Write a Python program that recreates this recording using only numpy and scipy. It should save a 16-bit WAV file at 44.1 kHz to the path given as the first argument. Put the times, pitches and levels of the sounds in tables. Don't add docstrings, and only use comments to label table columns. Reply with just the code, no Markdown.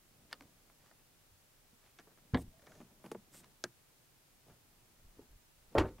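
import sys
import numpy as np
from scipy import signal
from scipy.fft import rfft, irfft
from scipy.io import wavfile
from scipy.ndimage import uniform_filter1d

SR = 44100
rng = np.random.default_rng(int(sys.argv[2]) if len(sys.argv) > 2 else 0)


def waveform_to_disk(signal):
    frames = np.transpose(np.atleast_2d(signal))
    scaled = np.clip(frames, -1, 1) * 32767
    samples = np.round(scaled).astype(np.int16)
    wavfile.write(sys.argv[1], SR, samples)


N = 264600
HZ = np.fft.rfftfreq(N, 1 / SR)
TIME = np.arange(N) / SR


def amp(db):
    return 10 ** (np.asarray(db) / 20)


def evened(x):
    return x / np.sqrt(np.mean(x ** 2) + 1e-30)


def burst(x):
    return x * np.sqrt(SR / 100 / np.sum(x ** 2))


def read(points, hz, axis=1):
    columns = np.transpose(points)
    return np.interp(np.log(hz + 1), np.log(columns[0] + 1), columns[axis])


def add(mix, s, sound):
    part = mix[round(s * SR):][:len(sound)]
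    part += sound[:len(part)]


def noise(gain):
    return evened(irfft(rfft(rng.standard_normal(N)) * gain, N))


def unevenness(depth_db, size):
    flutter = evened(uniform_filter1d(rng.standard_normal(N), size))
    return evened(amp(depth_db * flutter))


def swells(moves, spectrum):
    power = sum((amp(db) * np.exp(-((TIME - s) / half_s) ** 2)) ** 2 for s, half_s, db in moves)
    return np.sqrt(power) * noise(amp(read(spectrum, HZ)))


def ring(modes, t):
    tone = np.zeros(len(t))
    for k, (hz, db, t60) in enumerate(modes):
        tone += (-1) ** k * amp(db - 60 * t / t60) * np.sin(2 * np.pi * hz * t)
    return burst(tone)


def clatter(table, t, crack_db, crack_s, rise_cycles=0.69, count=27):
    centres = np.geomspace(40, 16000, count)[:, None]
    steps = np.log((np.fft.rfftfreq(len(t), 1 / SR) + 1) / centres) / np.log(centres[1] / centres[0])
    band_gain = np.cos(np.pi / 2 * np.clip(steps, -1, 1))
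    bands = irfft(rfft(rng.standard_normal(len(t))) * band_gain, len(t))

    tail = amp(-60 * t / read(table, centres, axis=2))
    crack = amp(crack_db) * np.exp(-t / crack_s)
    rise = 1 - np.exp(-(t * centres / rise_cycles) ** 2)
    bands *= (tail + crack) * rise
    bands /= np.linalg.norm(bands, axis=1, keepdims=True)
    return burst((bands * amp(read(table, centres)) * np.sqrt(centres)).sum(0))


def struck(blows, modes, dense, crack_db, crack_s, size=16384):
    out, t = np.zeros(N), np.arange(size) / SR
    tone = ring(modes, t)
    for s, ring_db, clatter_db, contact_hz in blows:
        contact = signal.butter(2, min(contact_hz, SR / 2 - 1000), fs=SR)
        rattle = clatter(dense, t, crack_db, crack_s)
        add(out, s, amp(ring_db) * burst(signal.lfilter(*contact, tone)))
        add(out, s, amp(clatter_db) * burst(signal.lfilter(*contact, rattle)))
    return out


def door():
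    # (time [s], ring level [dB], clatter level [dB], contact cut-off [Hz])
    blows = [(5.7796, -77, -31, 3030), (5.7831, -24.5, -28, 8800), (5.7966, -46, -36.5, 6860),
             (5.809, -38, -32.5, 1020), (5.817, -50, -44.5, 2400), (5.846, -36.5, -41.5, 890),
             (5.856, -68, -53.5, 2800), (5.884, -68, -57, 2240), (5.9826, -59, -60.5, 3100)]
    # (frequency [Hz], relative level [dB], t60 [s])
    modes = [(38.9, -4, 0.63), (58, -11, 0.69), (93.2, 5.5, 0.22), (158.4, -4.5, 0.2), (186, -20, 0.284),
             (253, 5.5, 0.11), (291.3, -3.5, 0.38), (318.4, -1, 0.21), (385, 5.5, 0.18), (433, -23, 0.16),
             (494, -12.5, 0.36), (525, -16, 0.45), (600, -3, 0.16), (573, -22, 0.17), (720, -15, 0.2),
             (757, -5, 0.17), (820, -18, 0.26), (878, -7, 0.23), (925, -2, 0.084), (960, -34, 0.16),
             (1030, -25, 0.22), (1110, -9, 0.099), (1070, -18.1, 0.088), (1290, -28, 0.15),
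             (1424, -31, 0.15), (1540, -20, 0.21)]
    # (frequency [Hz], relative energy per Hz [dB], t60 [s])
    dense = [(40, 2.5, 0.39), (150, -4.5, 0.32), (262, 0, 0.26), (446, -3, 0.23), (840, -2.5, 0.13),
             (1400, -7.5, 0.2), (2100, -11.5, 0.16), (2980, -9, 0.057), (3870, -17, 0.12),
             (4830, -19.5, 0.093), (7600, -26, 0.13), (15000, -27, .045)]
    return struck(blows, modes, dense, crack_db=4, crack_s=0.0028)


def striker():
    # (time [s], ring level [dB], clatter level [dB], contact cut-off [Hz])
    blows = [(5.191, -55.5, -69, 260), (5.7511, -27.5, -33.5, 2300), (5.76, -31.5, -30, 1000),
             (5.7673, -36, -31.5, 950)]
    # (frequency [Hz], relative level [dB], t60 [s])
    modes = [(106, -37, 0.26), (167, -32, 0.2), (257, -12, 0.18), (341, -10.5, 0.14), (431.5, -15, 0.24),
             (572, -1, 0.054), (744, -3.5, 0.015), (788, -14, 0.13), (899, -18.5, 0.29), (1256, -30, 0.064)]
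    # (frequency [Hz], relative energy per Hz [dB], t60 [s])
    dense = [(40, -14, 0.26), (150, -5.5, 0.19), (400, -3.5, 0.24), (754, -9.5, 0.12), (1260, -10, 0.16),
             (2000, -23, 0.18), (4020, -27.5, 0.33), (8000, -24, 0.099), (15100, -12, .03)]
    return struck(blows, modes, dense, crack_db=-36, crack_s=0.0054)


def thuds(rise_cycles=0.12):
    # (time [s], level before rise and decay [dB], frequency [Hz], t60 [s])
    bumps = [(.411, -53, 277, 0.11), (1.315, -62.5, 87.5, .3), (1.731, -61, 220, .09),
             (2.3364, -19.5, 123, 0.048), (2.35, -27, 245.4, .12), (2.803, -46.5, 242, 0.092),
             (3.1164, -39, 400, 0.038), (5.1932, -42.5, 428, 0.036), (5.752, -25.5, 642, 0.039),
             (5.7836, -9, 860, 0.0058), (5.7847, -30.5, 93, 0.15), (5.8103, -21.5, 328, .03)]
    out, t = np.zeros(N), TIME[:SR // 4]
    for s, db, hz, t60 in bumps:
        rise = 1 - np.exp(-t * hz / rise_cycles)
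        add(out, s, amp(db - 60 * t / t60) * np.sin(2 * np.pi * hz * t) * rise)
    return out


def latch():
    # (time [s], ring level [dB], clatter level [dB], contact cut-off [Hz])
    blows = [(2.338, -39, -55, 430), (2.3452, -30.5, -33, 4900), (2.3487, -25, -41.5, 1420),
             (2.3585, -50, -49.5, 3500), (2.3719, -42, -47.5, 4200)]
    # (frequency [Hz], relative level [dB], t60 [s])
    modes = [(44.2, -16, 0.24), (73.5, -12, 0.33), (109.5, -8, 0.3), (168.2, -10.5, 0.3),
             (252.4, 3.5, 0.099), (280, -38, 0.28), (326.5, -11, 0.12), (468.4, 0.1, 0.054),
             (550, -14, 0.072), (737, -7, 0.048), (790, -32, 0.23), (984, -1, 0.028), (1170, -43, 0.12),
             (1356, -23.5, 0.11), (1930, -34, 0.046), (1690, 0, 0.024)]
    # (frequency [Hz], relative energy per Hz [dB], t60 [s])
    dense = [(49.5, -7, 0.26), (249, 7.5, 0.29), (604, 2, 0.11), (1040, -0.5, 0.14), (1500, -14, 0.069),
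             (2050, 0, 0.082), (2520, -36, 0.071), (3160, -5.5, 0.078), (4100, -9.5, 0.053),
             (4800, -25, 0.1), (6560, -26, 0.054), (15000, -31, 0.047)]
    return struck(blows, modes, dense, crack_db=9, crack_s=0.0013)


def rebounding(touches, ring_db, rebound_db):
    rebound_s = 0.0096
    blows = []
    for s, db, contact_hz in touches:
        for delay, loss in ((0, 0), (rebound_s, rebound_db)):
            blows.append((s + delay, db + loss + ring_db, db + loss, contact_hz))
    return blows


def slips(ring_db=-14, count=24):
    # (start [s], end [s], mean slip rate [1/s], mean clatter level [dB])
    creaks = [(2.55, 2.86, 32, -71.5), (3.322, 3.46, 45, -72.5)]
    spread_db, contact_hz = 2.5, 4500
    blows = []
    for start, end, rate, db in creaks:
        gaps, sizes = rng.uniform(.5, 1.5, count), rng.standard_normal(count)
        times, levels = start + np.cumsum(gaps) / rate, db + spread_db * sizes
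        blows += [(s, level + ring_db, level, contact_hz) for s, level in zip(times, levels) if s < end]
    return blows


def lever():
    # (time [s], ring level [dB], clatter level [dB], contact cut-off [Hz])
    blows = [(2.3365, -58, -53.5, 2500), (2.341, -64, -56, 2500), (2.668, -65, -56.5, 2920),
             (2.719, -64, -63, 2400), (3.6396, -37, -43, 10100)]
    # (time [s], clatter level [dB], contact cut-off [Hz])
    touches = [(1.9874, -55, 3780), (2.0715, -60.5, 890), (2.106, -68, 1140), (2.174, -67, 1790),
               (3.339, -62, 2260), (4.466, -67, 700), (4.496, -64, 1070)]
    # (frequency [Hz], relative level [dB], t60 [s])
    modes = [(125, -31, 0.23), (224, -22, 0.07), (356, -14.5, 0.072), (545, -6, 0.021), (646, -6, 0.015),
             (874, -46, 0.14), (1283, -18.5, 0.049), (1600, -6.5, 0.034), (1693, -8.5, 0.015),
             (2420, -11.5, 0.0042), (3500, -9, 0.007), (4130, -8.5, 0.012), (5120, -0.5, 0.0055),
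             (6850, -4, 0.0048)]
    # (frequency [Hz], relative energy per Hz [dB], t60 [s])
    dense = [(50, -17, 0.21), (149, -0.5, 0.2), (514, 2, 0.074), (950, -5, 0.076), (1680, 1, 0.074),
             (2750, -10, 0.043), (4200, -7.5, 0.04), (5360, -7, 0.054), (6960, 0, 0.018),
             (9900, -14, 0.041), (15000, -15, .022)]
    all_blows = blows + slips() + rebounding(touches, ring_db=-13, rebound_db=-3.5)
    return struck(all_blows, modes, dense, crack_db=-2, crack_s=0.00079)


def trim():
    # (time [s], ring level [dB], clatter level [dB], contact cut-off [Hz])
    blows = [(3.061, -76, -52, 4060), (3.1154, -39.5, -46.5, 9800), (3.1476, -56, -47, 1580),
             (3.151, -44.5, -57, 1190)]
    # (time [s], clatter level [dB], contact cut-off [Hz])
    touches = [(1.730, -73, 600), (2.635, -68, 900), (2.803, -53, 2220), (2.908, -65.5, 1500),
               (3.0415, -51, 1700)]
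    # (frequency [Hz], relative level [dB], t60 [s])
    modes = [(117, -31, 0.16), (196, -13, 0.13), (235, -8, 0.084), (354, 2.5, 0.043), (457, 2.5, 0.051),
             (655, -11, 0.048), (863, -9, 0.041), (1130, -16, 0.043), (1490, -5.5, 0.0095)]
    # (frequency [Hz], relative energy per Hz [dB], t60 [s])
    dense = [(50, -19, 0.2), (204, 12, 0.19), (437, 3.5, 0.021), (1010, -2.5, .05), (1600, -10, 0.058),
             (2540, -7, 0.019), (3780, -14.5, 0.024), (8000, -12, 0.059), (15000, -13, 0.037)]
    all_blows = blows + rebounding(touches, ring_db=-16, rebound_db=-2.0)
    return struck(all_blows, modes, dense, crack_db=-33, crack_s=0.00068)


def child_lock():
    # (time [s], ring level [dB], clatter level [dB], contact cut-off [Hz])
    blows = [(.3273, -62, -49, 5000), (.3286, -43.5, -49.5, 9000), (.3345, -59, -66, 6000),
             (.341, -64.5, -68, 6000), (.4085, -77, -56.5, 4500), (.422, -84, -66, 9000),
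             (.6985, -83, -66, 1470), (.913, -68, -64.5, 1220)]
    # (frequency [Hz], relative level [dB], t60 [s])
    modes = [(276, -17, 0.15), (1244, -14, 0.11), (1790, 1.5, 0.024), (2920, 1.5, 0.013), (3500, -4, 0.025),
             (4340, 0.5, 0.013), (4920, 3.5, 0.011)]
    # (frequency [Hz], relative energy per Hz [dB], t60 [s])
    dense = [(100, -22, .1), (350, -6, 0.14), (660, 1.5, 0.091), (1300, 1, 0.064), (1980, 3.5, 0.013),
             (3180, -7, 0.049), (4800, -5.5, 0.086), (6300, -7, 0.016), (9900, -6, 0.019),
             (15000, -7, .018)]
    return struck(blows, modes, dense, crack_db=14, crack_s=0.0012)


def slides(grain_db=1.5, size=120):
    # (start [s], end [s], level [dB], pitch factor of the hiss [ratio])
    strokes = [(2.36, 2.425, -63.5, 1.04), (2.404, 2.433, -62, 1.1), (2.644, 2.876, -73.5, 0.8),
               (3.022, 3.095, -70, 1.3), (3.313, 3.402, -61, 0.98), (3.353, 3.423, -61, 1.05)]
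    # (frequency [Hz], relative level per Hz [dB])
    hiss = [(800, -19), (1900, -4.5), (4000, -5), (6500, -3.5), (8300, 5), (10500, -7), (13500, -3.5),
            (16000, -16)]
    out = np.zeros(N)
    for start, end, db, brightness in strokes:
        speed = np.sin(np.pi * np.clip((TIME - start) / (end - start), 0, 1))
        out += amp(db) * speed * noise(amp(read(hiss, HZ / brightness)))
    return out * unevenness(grain_db, size)


def rubbing():
    # (peak time [s], half length [s], level [dB])
    moves = [(.22, 0.12, -71), (.44, 0.043, -66.5), (.65, 0.49, -76), (1.845, 0.012, -71),
             (2.28, 0.099, -70), (2.75, .14, -63), (3.1, 0.14, -66.5), (3.39, 0.14, -67.5),
             (4.505, 0.046, -63), (4.85, 0.34, -75), (5.205, 0.047, -63.5), (5.745, 0.032, -59.5)]
    # (frequency [Hz], relative level per Hz [dB])
    rustle_colour = [(30, -7), (120, 0), (230, -1), (400, -8), (800, -13.5), (2000, -28.5), (6000, -33),
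                     (16000, -55)]
    # (peak time [s], half length [s], level [dB])
    scrapes = [(.327, .03, -65.5), (.86, 0.055, -73), (1.0, .025, -76), (1.86, 0.042, -69.5),
               (3.445, 0.0084, -63.5), (5.884, .018, -64.5)]
    # (frequency [Hz], relative level per Hz [dB])
    scrape_colour = [(100, -15), (600, -2.5), (1700, -3), (4500, -10.5), (9000, -20), (16000, -40)]
    rustle = swells(moves, rustle_colour) * unevenness(depth_db=2.5, size=200)
    return rustle + swells(scrapes, scrape_colour) * unevenness(depth_db=4.5, size=120)


def swing():
    # (peak time [s], half length [s], level [dB])
    wafts = [(2.48, 0.065, -57.5), (5.06, .06, -60.5), (5.34, 0.048, -60.5), (5.7, 0.17, -68.5)]
    # (frequency [Hz], relative level per Hz [dB])
    waft_colour = [(15, -2.5), (35, -1.5), (75, -8), (150, -21), (500, -35), (4000, -74)]
    return swells(wafts, waft_colour)


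def squeak(jitter=0.032, size=250):
    # (time [s], pitch [Hz])
    glide = [(2.5, 620), (2.58, 678), (2.639, 586), (2.7, 640), (2.82, 591)]
    level_db = -70
    s, hz = np.transpose(glide)
    wobble = jitter * evened(uniform_filter1d(rng.standard_normal(N), size))
    pitch = np.interp(TIME, s, hz) * (1 + wobble)
    tone = np.sin(2 * np.pi * np.cumsum(pitch) / SR)
    arch = np.sqrt(np.abs(np.sin(np.pi * np.clip((TIME - s[0]) / (s[-1] - s[0]), 0, 1))))
    return amp(level_db) * arch * tone * unevenness(depth_db=5.0, size=600)


def air():
    # (frequency [Hz], relative level per Hz [dB])
    colour = [(12, -24), (28, -2), (45, -16), (65, -15), (130, -11.5), (200, -18), (300, -19), (550, -21.5),
              (1100, -24.5), (4000, -28), (15500, -30)]
    # (frequency [Hz], coherence [ratio])
    likeness = [(60, 0.68), (150, 0.64), (380, 0.37), (950, 0.25), (2380, 0.15), (5980, 0.03),
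                (15000, 0.027)]
    mid_db = -69
    same = np.clip(read(likeness, HZ), -1, 1)
    mid, side = rfft(rng.standard_normal((2, N))) * amp(read(colour, HZ))
    side = side * np.sqrt((1 - same) / (1 + same + 1e-6))
    mid, side = irfft(mid, N), irfft(side, N)
    return amp(mid_db) * np.array([mid + side, mid - side]) / np.std(mid)


def scene():
    door_sounds = striker() + door() + thuds()
    handle = lever() + trim() + latch()
    friction = rubbing() + squeak() + slides()
    return door_sounds + handle + child_lock() + friction + swing() + air()


def record(dry):
    lowpass = signal.firwin(511, 15850, window=("kaiser", 8), fs=SR)
    return signal.oaconvolve(dry, lowpass[None], "same", axes=1)


dry = scene()
out = record(dry)
waveform_to_disk(out)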